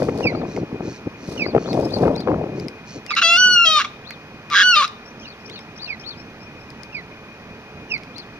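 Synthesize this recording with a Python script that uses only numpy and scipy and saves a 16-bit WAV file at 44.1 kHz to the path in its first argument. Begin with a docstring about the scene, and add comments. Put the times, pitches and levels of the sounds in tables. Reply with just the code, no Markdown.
"""Wading bird wailing among trees

A bird close by gives two loud wails. Each breaks out of a rasp (syrinx pulses ringing the throat),
passes between a clear harmonic tone and a split one an octave lower, and ends in a croak.
Before it calls, eddies of wind buffet the microphone and leaves rustle. Small birds chirp in gliding
tones, an insect trills, twigs tick with a woody ring, and a far rumble lies under it all."""
import sys
import numpy as np
from scipy import signal
from scipy.fft import rfft, irfft
from scipy.io import wavfile
from scipy.ndimage import uniform_filter1d, map_coordinates

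SR = 44100
rng = np.random.default_rng(int(sys.argv[2]) if len(sys.argv) > 2 else 0)


def unload_wav(signal):
    """Save mono or channel-first audio to the path in sys.argv[1] as 16-bit WAV at rate SR, clipped to [-1, 1]."""
    wavfile.write(
        sys.argv[1],
        SR,
        np.round(np.clip(np.atleast_2d(signal).T, -1, 1) * 32767).astype(np.int16),
    )


N = 369999
TIME = np.arange(N) / SR
FREQS = np.maximum(np.fft.rfftfreq(N + 5001, 1 / SR), 1)

# spectra of the far rumble, diffuse hiss and leaves: (frequency [Hz], relative level [dB])
FAR_SPECTRUM = [(20, -18), (60, -8.5), (110, -3), (220, -2.5), (400, -7.5), (1000, -11.5), (2150, -14),
                (2550, -16.5), (2750, -18), (3800, -29), (7000, -56.5)]
HISS_SPECTRUM = [(100, -37), (1000, -19.5), (2500, 4.5), (3600, 3.5), (4800, 4), (6000, 1.5), (7200, -8),
                 (9000, -11.5), (12000, -13), (15500, -19)]
LEAF_SPECTRUM = [(1500, -3), (4800, 16.5), (7000, 7), (9000, 8), (12500, -3), (15500, -13)]
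# far drone: (frequency [Hz], level [dB])
DRONE_TONES = [(223, -54), (433, -55.5)]
# swells of the leaves: (centre time [s], half length [s], relative level [dB])
LEAF_SWELLS = [(.03, 0.057, -54), (.21, 0.052, -57), (1.32, 0.068, -57), (1.8, .1, -58.5),
               (1.99, 0.13, -58)]

# wind strength at the microphone: (time [s], level [dB])
WIND_CURVE = [(0.0, -22), (0.13, -26), (0.26, -24), (0.47, -27.5), (0.52, -36), (0.9, -43), (0.98, -46.5),
              (1.18, -45), (1.4, -29), (1.64, -31.5), (1.76, -18.5), (1.91, -26.5), (2.07, -17.5),
              (2.24, -32.5), (2.29, -18.5), (2.42, -25.5), (2.66, -40.5), (2.73, -51)]
# short dull puffs: (centre time [s], half length [s], level [dB])
WIND_PUFFS = [(.022, 0.0075, -24), (.575, 0.021, -25), (.625, 0.016, -21.5), (.745, 0.025, -27.5),
              (.808, 0.0065, -22.5), (.87, 0.033, -25.5), (1.07, 0.012, -26.5), (1.287, 0.0063, -24.5),
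              (1.562, 0.019, -16), (2.62, 0.083, -31), (2.97, 0.021, -29.5), (3.53, .11, -38.5),
              (5.52, 0.063, -41)]
# hardest eddies: (time [s], relative peak level [dB])
HARD_EDDIES = [(0.019, -4.5), (0.085, -5.5), (0.205, -6.5), (0.255, -2), (0.33, -14), (0.349, -7),
               (0.574, -7.5), (0.806, -10), (1.462, -6), (1.548, 3), (1.562, 4.5), (1.578, -2), (1.686, -8),
               (1.868, -15), (2.035, -5), (2.064, -17), (2.273, -2.5)]
# spectra of the wind's rumble and flutter: (frequency [Hz], relative level [dB])
WIND_SPECTRUM = [(20, -31), (45, -17), (80, -6), (150, 1), (330, 2), (450, -4), (650, -20), (1200, -64.5)]
FLUTTER_SPECTRUM = [(200, -18.5), (380, -5), (500, 0.5), (700, -4.5), (1000, -15.5), (1500, -32),
                    (2500, -36), (6000, -75)]
# stereo balance of the wind: (frequency [Hz], left minus right [dB])
WIND_BALANCE = [(150, 0), (380, 3), (800, 9), (1300, 8), (2400, 2.5)]

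# twig ticks: (time [s], peak level [dB], left minus right [dB], gain of the woody mode [dB])
TWIG_TICKS = [(0.094, -29, -11, 21), (0.564, -25.5, -8, 17), (1.7304, -20, -5, 4), (2.162, -26.5, 8, -6),
              (2.2044, -25.5, 9, -4), (2.5981, -27, 9, -2), (2.683, -20.5, 7.5, -2), (3.0636, -24.5, 9, 3),
              (3.151, -24, 7.5, -5), (4.107, -25, -12, 23), (4.5007, -21.5, 7, 6), (4.878, -21.5, -3, 2),
              (5.4977, -31, -9, 7), (5.5908, -29, -3, 3), (6.703, -32, 11, 0), (6.8327, -29.5, 13, -4.5),
              (7.979, -31, 5, 4), (8.0344, -29, -1.5, 0), (8.182, -24, 6, 0)]
# resonances of a crack: (frequency [Hz], bandwidth [Hz], gain [dB])
CRACK_MODES = [(3670, 820, -10), (4960, 330, 1.5), (8700, 4600, -17), (12000, 3100, -22.5)]
# dry trills: (centre time [s], length [s], relative level [dB])
TRILL_SWELLS = [(0.054, 0.67, -53.5), (0.538, 0.14, -49), (0.911, 0.16, -46.5), (1.328, 0.28, -49.5),
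                (1.682, 0.2, -47), (2.606, 0.11, -52.5), (2.927, 0.12, -45)]
# their buzz: (frequency [Hz], relative level [dB])
BUZZ_SPECTRUM = [(3000, -7.5), (4900, -0.5), (5700, 5.5), (6500, 2), (7200, -7), (8500, -8.5), (11000, -46)]
# falling chirps: (centre time [s], level [dB], centre pitch [Hz], second harmonic [dB])
FALLING_CHIRPS = [(.272, -18.5, 2384, -11.5), (1.42, -19, 2418, -13.5), (3.122, -24, 2320, -8.5),
                  (5.256, -41, 2850, -12), (5.558, -44.5, 2940, -12), (5.91, -26, 2357, -13),
                  (6.967, -27.5, 2300, -14), (7.938, -22, 2410, -9)]
# arched chirps: (centre time [s], relative level [dB], top pitch [Hz])
ARCHED_CHIRPS = [(.375, -40, 4700), (1.48, -36.5, 4750), (1.701, -35, 4450), (1.944, -34.5, 4530),
                 (2.192, -36.5, 4670), (4.1, -37, 4480), (5.29, -39.5, 4600), (5.545, -36.5, 4470),
                 (5.838, -30.5, 4660), (6.089, -30.5, 4480), (8.189, -38.5, 4500)]
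# rising whistles: (centre time [s], level [dB], centre pitch [Hz], half length [s], jitter [fraction])
RISING_WHISTLES = [(1.847, -41, 5080, 0.022, 0.0048), (5.077, -45.5, 5550, 0.03, 0.012),
                   (5.217, -47, 5630, 0.021, 0.068), (5.42, -57, 5300, 0.033, .004),
                   (5.474, -42.5, 5500, 0.016, 0.056), (5.61, -51, 5250, 0.026, .004),
                   (5.774, -45.5, 5350, 0.016, 0.072), (6.014, -46, 5400, 0.016, .06),
                   (6.194, -47, 5230, 0.031, .004), (6.428, -50.5, 5290, 0.03, .004),
                   (6.61, -56, 5170, 0.037, .004)]

# rasps and croaks: (start [s], full strength [s], end [s], relative level [dB], pitch [Hz],
# flutter rate [Hz], jitter [fraction])
RASP_BURSTS = [(3.105, 3.107, 3.119, -22.5, 1220, 158, 0.066), (3.16, 3.169, 3.196, -16.5, 1350, 240, 0.08),
               (3.214, 3.218, 3.227, -14.5, 1430, 227, 0.079),
               (3.745, 3.797, 3.798, -23.5, 1220, 130, 0.16), (3.799, 3.794, 3.82, -20, 1247, 196, 0.22),
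               (3.842, 3.848, 3.851, -22, 1202, 186, .1), (4.501, 4.535, 4.548, -18, 1194, 157.5, .1),
               (4.538, 4.56, 4.627, -12, 1595, 193, 0.092), (4.748, 4.76, 4.808, -25.5, 1230, 180, 0.16),
               (4.815, 4.822, 4.852, -21, 1261, 180, 0.093)]
# formants of the throat and open bill: (frequency [Hz], bandwidth [Hz], gain [dB])
THROAT_MODES = [(1166, 45, 10.5), (1660, 540, -1), (2280, 150, -1.5), (2760, 88, 1.5), (3354, 34, 3.5),
                (3910, 140, 1.5), (5260, 1400, -5), (6380, 1000, 5)]
# arch of each wail: (time [s], clear pitch [Hz], effort [dB])
FIRST_ARCH = [(3.228, 1439, -5.5), (3.25, 1405, -1.5), (3.35, 1461, -.5), (3.42, 1482, 3), (3.54, 1457, 0),
              (3.575, 1407, -0.5), (3.72, 1333, -2), (3.787, 1271, -5), (3.8, 1162, -10.5)]
SECOND_ARCH = [(4.632, 1455, -0.5), (4.66, 1486, 1.5), (4.712, 1464, 2.5), (4.733, 1389, -1.5),
               (4.765, 1297, -2), (4.805, 1258, -5.5), (4.82, 1109, -9), (4.847, 1270, -12.5)]
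# response of windpipe and bill for harmonics 1-4: (frequency [Hz], gain [dB])
TRACT_RESPONSE = [(1050, -4.5), (1205, -3), (1285, -19.5), (1370, -14.5), (1470, -14), (2100, -21.5),
                  (2430, -20.5), (2555, -25.5), (2670, -14.5), (2790, -10), (2930, -18.5), (3400, -21),
                  (3760, -14), (4050, -24.5), (4190, -31), (4390, -21.5), (4900, -30.5), (5900, -27)]
# higher harmonics: (frequency [Hz], level relative to the fourth [dB])
UPPER_HARMONICS = [(5500, -7), (6300, -5.5), (7200, -16), (8800, -19.5), (11500, -32), (15000, -53)]
# spans of split voice: (start [s], end [s], relative level of the subharmonics [dB])
SPLIT_SPANS = [(3.21, 3.369, -14.5), (3.656, 3.83, -16.5), (4.759, 4.87, -20)]
# subharmonics, halfway between the harmonics: (frequency [Hz], relative level [dB])
SUBHARMONIC_SPECTRUM = [(650, -12.5), (2000, -11.5), (3000, -3.5), (3270, 7), (3550, -8), (4400, -2),
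                        (4800, -10), (5700, -8), (6700, -21), (8500, -28), (12000, -39), (15000, -74)]
# stereo balance of the voice: (frequency [Hz], left minus right [dB])
VOICE_BALANCE = [(700, 4.5), (1300, 0.5), (1480, -4.5), (2400, -1.5), (3000, 5), (4400, 4.5), (8000, -0.5),
                 (15000, 4)]
# its phase between the microphones: (frequency [Hz], left lead [rad])
VOICE_PHASE = [(1500, 0.079), (2500, 1.07), (3000, 0.97), (3800, 1.4), (4500, 1.43), (5200, -1.5),
               (6000, 2), (8000, 1.7), (12000, 1.6)]

# notches of the microphone housing: (frequency [Hz], bandwidth [Hz])
HOUSING_NOTCHES = [(7700, 1100), (9600, 1220)]
MIC_LAG_MS = .125


def from_db(db):
    """Decibels to amplitude ratio."""
    return 10 ** (np.asarray(db) / 20)


def rms_one(x):
    """Normalisation to unit rms."""
    return x / np.sqrt(np.mean(x ** 2) + 1e-20)


def at_hz(points, hz):
    """Interpolation on a log-frequency axis."""
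    f, value = np.transpose(points)
    return np.interp(np.log(hz), np.log(f), value)


def in_time(rows, t):
    """Linear interpolation of each column at times t."""
    times, *columns = np.transpose(rows)
    return [np.interp(t, times, column) for column in columns]


def phase_of(hz):
    """Phase is the time integral of frequency."""
    return 2 * np.pi * np.cumsum(hz) / SR


def swells(rows):
    """Superposition of Gaussian envelopes, as a gain."""
    return sum(from_db(db) * np.exp(-((TIME - s) / half) ** 2) for s, half, db in rows)


def drift(rate, t=TIME):
    """Smooth random modulation of roughly unit spread, from `rate` values a second."""
    return map_coordinates(rng.standard_normal(40000), [(t - t[0]) * rate], order=2, mode="wrap")


def filtered(x, response):
    """Filtering multiplies the spectrum by a response given on FREQS."""
    size = 2 * (len(FREQS) - 1)
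    return irfft(rfft(x, size) * response, size)[..., :N]


def band_limit(x, order, hz, kind="low"):
    """Filtering with a maximally flat passband."""
    return signal.sosfilt(signal.butter(order, hz, kind, fs=SR, output="sos"), x)


def noise(spectrum):
    """Spectral shaping of white noise, at unit rms."""
    return rms_one(filtered(rng.standard_normal(N), from_db(at_hz(spectrum, FREQS))))


def resonate(x, modes):
    """Modal superposition: damped resonators in parallel, with alternating sign."""
    out = 0
    for k, (hz, width, db) in enumerate(modes):
        r = np.exp(-np.pi * width / SR)
        poles = [1, -2 * r * np.cos(2 * np.pi * hz / SR), r * r]
        ringing = signal.lfilter([1, 0, -1], poles, x + 1e-18)
        out = out + (-1) ** k * from_db(db) * (1 - r * r) / 2 * ringing
    return out


def place(x, pan_db, lead):
    """Level and phase differences give direction: the left is pan_db louder and `lead` radians ahead."""
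    half = from_db(pan_db / 2) * np.exp(.5j * lead)
    return filtered(x, np.array([half, 1 / half]))


def delay_left(x, pan_db, lag_ms):
    """A path difference makes the sound reach the left microphone late."""
    return place(x, pan_db, -2 * np.pi * FREQS * lag_ms / 1000)


def trees(x, t60, tail_db, leaf_db, leaf_s, leaf_hz=6000):
    """Scattering: near leaves return short waves; trunks add a tail, different at each microphone."""
    t = TIME[:SR // 2]
    echoes = rng.standard_normal((2, 2, len(t))) * (t > .001) / np.sqrt(len(t))
    scatter = band_limit(echoes[0] * rms_one(np.exp(-t / leaf_s)), 1, leaf_hz, "high")
    tail = echoes[1] * rms_one(from_db(-60 * t / t60))
    return signal.fftconvolve(x, from_db(leaf_db) * scatter + from_db(tail_db) * tail, axes=1)[:, :N]


def background(rumble_db=-41, swell_db=2, swell_below_hz=450, hiss_db=-54.5):
    """Ambient noise: far rumble and drone are coherent at the two microphones, diffuse hiss is not."""
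    drone = 0
    for hz, db in DRONE_TONES:
        amplitude = np.sqrt(2) * from_db(db + 1.55 * drift(4.3))
        drone = drone + amplitude * np.sin(phase_of(hz * (1 + .0058 * drift(12))))
    steady = from_db(rumble_db) * noise(FAR_SPECTRUM)
    bass = filtered(steady, 1 / (1 + (FREQS / swell_below_hz) ** 4))
    rumble = steady - bass + bass * from_db(swell_db * drift(9))
    hiss = from_db(hiss_db) * np.array([noise(HISS_SPECTRUM), noise(HISS_SPECTRUM)])
    return delay_left(rumble + drone, pan_db=-1.95, lag_ms=MIC_LAG_MS) + hiss


def wind_level(decay_db_per_s=24):
    """Wind strength in dB, with exponential decay after the last gust."""
    level_db, = in_time(WIND_CURVE, TIME)
    return level_db - decay_db_per_s * np.maximum(TIME - WIND_CURVE[-1][0], 0)


def leaves():
    """Amplitude-modulated noise: a fine rustle swells a few times and dies with the wind."""
    stir = swells(LEAF_SWELLS) + from_db(wind_level() - 53)
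    grain = from_db(9 + 4 * drift(300))
    return stir * grain * np.array([noise(LEAF_SPECTRUM), noise(LEAF_SPECTRUM)])


def buffets(wind_db, lesser_per_s=30, spread_db=8.5, eddy_s=.0014):
    """Eddies are pressure pulses on the microphone: a few hard, the lesser random and wind-scaled."""
    wait, strength = rng.random((200, 2)).T
    times = np.cumsum(-np.log(1 - wait)) / lesser_per_s
    excess_db = 8.5 + spread_db * (2 * strength - 1)
    lesser = [(s, wind_db[int(s * SR)] + db) for s, db in zip(times, excess_db) if s < WIND_CURVE[-1][0]]
    out = np.zeros(N)
    t = TIME[:SR // 30]
    swirls = rng.standard_normal((len(HARD_EDDIES) + len(times), len(t))) * t * np.exp(-t / eddy_s)
    for (s, db), swirl in zip(HARD_EDDIES + lesser, swirls):
        thump = band_limit(resonate(swirl, [(440, 210, 0)]), order=2, hz=1400)
        at = int(s * SR)
        out[at:at + len(t)] += from_db(db - 7) * thump / abs(thump).max()
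    return out


def wind(flutter_db=-18.5, flutter_db_per_db=1.52):
    """Turbulence rumbles on the microphone; a higher flutter grows faster with wind strength."""
    wind_db, puffs = wind_level(), swells(WIND_PUFFS)
    lumps_db = 4 * drift(130)
    flutter = from_db(flutter_db + flutter_db_per_db * (wind_db - wind_db.max())) + from_db(-12) * puffs
    low = (from_db(wind_db) + puffs) * rms_one(noise(WIND_SPECTRUM) * from_db(.64 * lumps_db))
    high = flutter * rms_one(noise(FLUTTER_SPECTRUM) * from_db(lumps_db))
    return delay_left(low + high + buffets(wind_db), at_hz(WIND_BALANCE, FREQS), MIC_LAG_MS)


def twigs(decay_s=.0012, ring_s=.015, wood_hz=2130, wood_width_hz=220):
    """Impulsive excitation: each tiny crack briefly rings the modes of the wood."""
    out = np.zeros((2, N))
    t = TIME[:SR // 40]
    for s, db, pan_db, wood_db in TWIG_TICKS:
        snap = rng.standard_normal(len(t)) * (np.exp(-t / decay_s) + .095 * np.exp(-t / ring_s))
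        crack = resonate(snap, [(wood_hz, wood_width_hz, wood_db), *CRACK_MODES])
        gains = from_db(db + np.array([[.5], [-.5]]) * pan_db)
        at = int(s * SR)
        out[:, at:at + len(t)] += gains * crack / abs(crack).max()
    return out


def trills(pips_per_s=60, pip_hz=4300, buzz_rate_hz=125):
    """Amplitude modulation: a run of tiny falling pips under a faster, higher buzz of pulsed noise."""
    swell = sum(from_db(db) * np.exp(-(2 * (TIME - s) / length) ** 4) for s, length, db in TRILL_SWELLS)
    buzz = from_db(-1.5) * noise(BUZZ_SPECTRUM) * (1 + .62 * np.sin(2 * np.pi * buzz_rate_hz * TIME))
    beat = np.cumsum(pips_per_s * (1 + .055 * drift(10))) / SR % 1
    pitch = pip_hz * (1 + .039 * drift(60) - .11 * (beat - .5))
    pips = from_db(3) * np.sin(np.pi * beat) ** 4 * np.sin(phase_of(pitch))
    return delay_left(swell * (buzz + pips), pan_db=-3, lag_ms=.039)


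def insect(hz=2450, width_hz=70, db=-56):
    """Narrow-band noise is heard as a pitch: one insect holds a thin note."""
    mode = [(hz, width_hz, 0)]
    note = rms_one(resonate(resonate(rng.standard_normal(N), mode), mode))
    return delay_left(from_db(db) * note, pan_db=18, lag_ms=.1)


def chirp(middle, db, hz, slope, bend, half_s, octave_db, jitter):
    """Frequency modulation: a near sine glides by `slope` [octaves/s] and `bend` [octaves/s^2]."""
    out = np.zeros(N)
    live = slice(max(int((middle - 2 * half_s) * SR), 0), int((middle + 2 * half_s) * SR))
    t = TIME[live] - middle
    phase = phase_of(hz * 2 ** (slope * t + bend * t * t) * (1 + jitter * drift(711, t)))
    swell = np.exp(-(t / half_s) ** 2) * signal.windows.tukey(len(t), .3)
    tone = np.sin(phase) + from_db(octave_db) * np.sin(2 * phase)
    out[live] = from_db(db + 4.7 * drift(167.5, t)) * swell * tone
    return out


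def small_birds():
    """Falling, arched and rising glides; pitch jitter broadens some into hoarseness."""
    falls = sum(chirp(s, db, hz, slope=-6.5, bend=10, half_s=.029, octave_db=octave, jitter=.011)
                for s, db, hz, octave in FALLING_CHIRPS)
    arches = sum(chirp(s, db - 1, hz, slope=.3, bend=-190, half_s=.038, octave_db=-42, jitter=.04)
                 for s, db, hz in ARCHED_CHIRPS)
    whistles = sum(chirp(s, db, hz, slope=3.3, bend=-13.5, half_s=half, octave_db=-37, jitter=jitter)
                   for s, db, hz, half, jitter in RISING_WHISTLES)
    return delay_left(falls, pan_db=-7, lag_ms=.11) + delay_left(arches + whistles, pan_db=7, lag_ms=.112)


def rasps(flutter_depth=.71, release_s=.0051, band_hz=(950, 5800)):
    """Source and filter: irregular syrinx pulses ring the throat and are chopped by a fast flutter."""
    out = np.zeros(N)
    for start, full, end, db, hz, flutter_hz, jitter in RASP_BURSTS:
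        live = (TIME > start) & (TIME < end + .02)
        t = TIME[live]
        cycles = np.cumsum(hz * (1 + jitter * drift(1500, t))) / SR
        pulses = np.diff(np.floor(cycles), prepend=0) + .04 * rng.standard_normal(len(t))
        voiced = resonate(pulses, THROAT_MODES)
        voiced = band_limit(voiced, 4, band_hz, "band") + from_db(-18) * voiced
        # steady air pressure evens the strength
        voiced /= np.sqrt(uniform_filter1d(voiced ** 2, size=350) + 1e-12)
        flutter = np.sin(phase_of(flutter_hz * (1 + .025 * drift(147, t))))
        chopped = voiced * (1 + flutter_depth * flutter)
        saturated = band_limit(np.tanh(chopped / 2), 4, band_hz, "band")
        attack = np.clip((t - start) / max(full - start, .001), 0, 1)
        release = np.exp(-np.maximum(t - end, 0) / release_s)
        out[live] += from_db(db) * attack * release * rms_one(saturated + from_db(-17.5) * chopped)
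    return out


def period_doubling(t, switch_s=.017, fade_db_per_s=30, clear_db=-46):
    """Unequal alternate cycles split the voice: gives the degree (0-1) and subharmonic level [dB]."""
    split, sub_db = 0, clear_db
    for start, end, db in SPLIT_SPANS:
        inside = np.minimum(t - start, end - t) / switch_s
        split = split + np.clip(inside + .5, 0, 1)
        sub_db = sub_db + np.clip(inside + 1, 0, 1) * (db - fade_db_per_s * (t - start) - clear_db)
    return split, sub_db


def wail(arch, edge_s=.006):
    """Source and filter: harmonics of the syrinx slide through the resonances of windpipe and bill."""
    start, end = arch[0][0], arch[-1][0]
    live = (TIME > start - edge_s) & (TIME < end + edge_s)
    t = TIME[live]
    clear_hz, effort_db = in_time(arch, t)
    split, sub_db = period_doubling(t)
    # a split voice is flatter and less steady, with a weaker fundamental and stronger high harmonics
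    hz = clear_hz * (1 - .055 * split)
    waver = .0014 * drift(93.7, t)
    jitter = .0014 * (1 + .86 * split) * drift(1400, t)
    phase = phase_of(hz * (1 + waver + jitter))
    levels_db = [at_hz(TRACT_RESPONSE, k * hz) for k in range(1, 5)]
    levels_db[0] -= 3.5 * split
    levels_db += [levels_db[3] + at_hz(UPPER_HARMONICS, k * hz) + 4.5 * split for k in range(5, 11)]
    tone = 0
    for k, db in enumerate(levels_db, start=1):
        wobble_db = .99 * min(k - 1, 3) * drift(30.46, t)   # higher harmonics wobble more
        shimmer_db = 1.5 * np.sqrt(min(k, 6) / 2) * drift(109.6, t)
        tone += from_db(db + wobble_db + shimmer_db) * np.sin(k * phase + rng.uniform(0, 2 * np.pi))
        between_db = sub_db + at_hz(SUBHARMONIC_SPECTRUM, (k - .5) * hz) + 3 * drift(50.4, t)
        tone += from_db(between_db) * np.sin((k - .5) * phase + rng.uniform(0, 2 * np.pi))
    hiss = rms_one(resonate(rng.standard_normal(len(t)) * (1 + np.cos(phase)), THROAT_MODES))
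    tone += band_limit(hiss, order=2, hz=8500) * (from_db(-48.5) + from_db(sub_db - 33))
    fade = np.clip(np.minimum(t - start, end - t) / edge_s + 1, 0, 1)
    out = np.zeros(N)
    out[live] = tone * from_db(effort_db) * fade
    return out


def scene():
    """Superposition: the caller in front, small birds deeper in the trees, wind on the microphone."""
    voice = wail(FIRST_ARCH) + wail(SECOND_ARCH) + rasps()
    caller = from_db(.88) * place(voice, at_hz(VOICE_BALANCE, FREQS), at_hz(VOICE_PHASE, FREQS))
    birds = small_birds()
    caller += trees(caller, t60=.45, tail_db=-17, leaf_db=-4, leaf_s=.02)
    birds += trees(birds, t60=.55, tail_db=-18, leaf_db=-6, leaf_s=.012)
    return caller + birds + trills() + insect() + twigs() + wind() + leaves() + background()


def record(dry):
    """Frequency response: the microphone housing cuts two treble notches; a steep low-pass follows."""
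    for hz, width in HOUSING_NOTCHES:
        dry = signal.lfilter(*signal.iirnotch(hz, hz / width, fs=SR), dry)
    cutoff_hz = 15500
    return signal.sosfilt(signal.ellip(10, .1, 90, cutoff_hz, fs=SR, output="sos"), dry)


dry = scene()
out = record(dry)
unload_wav(out)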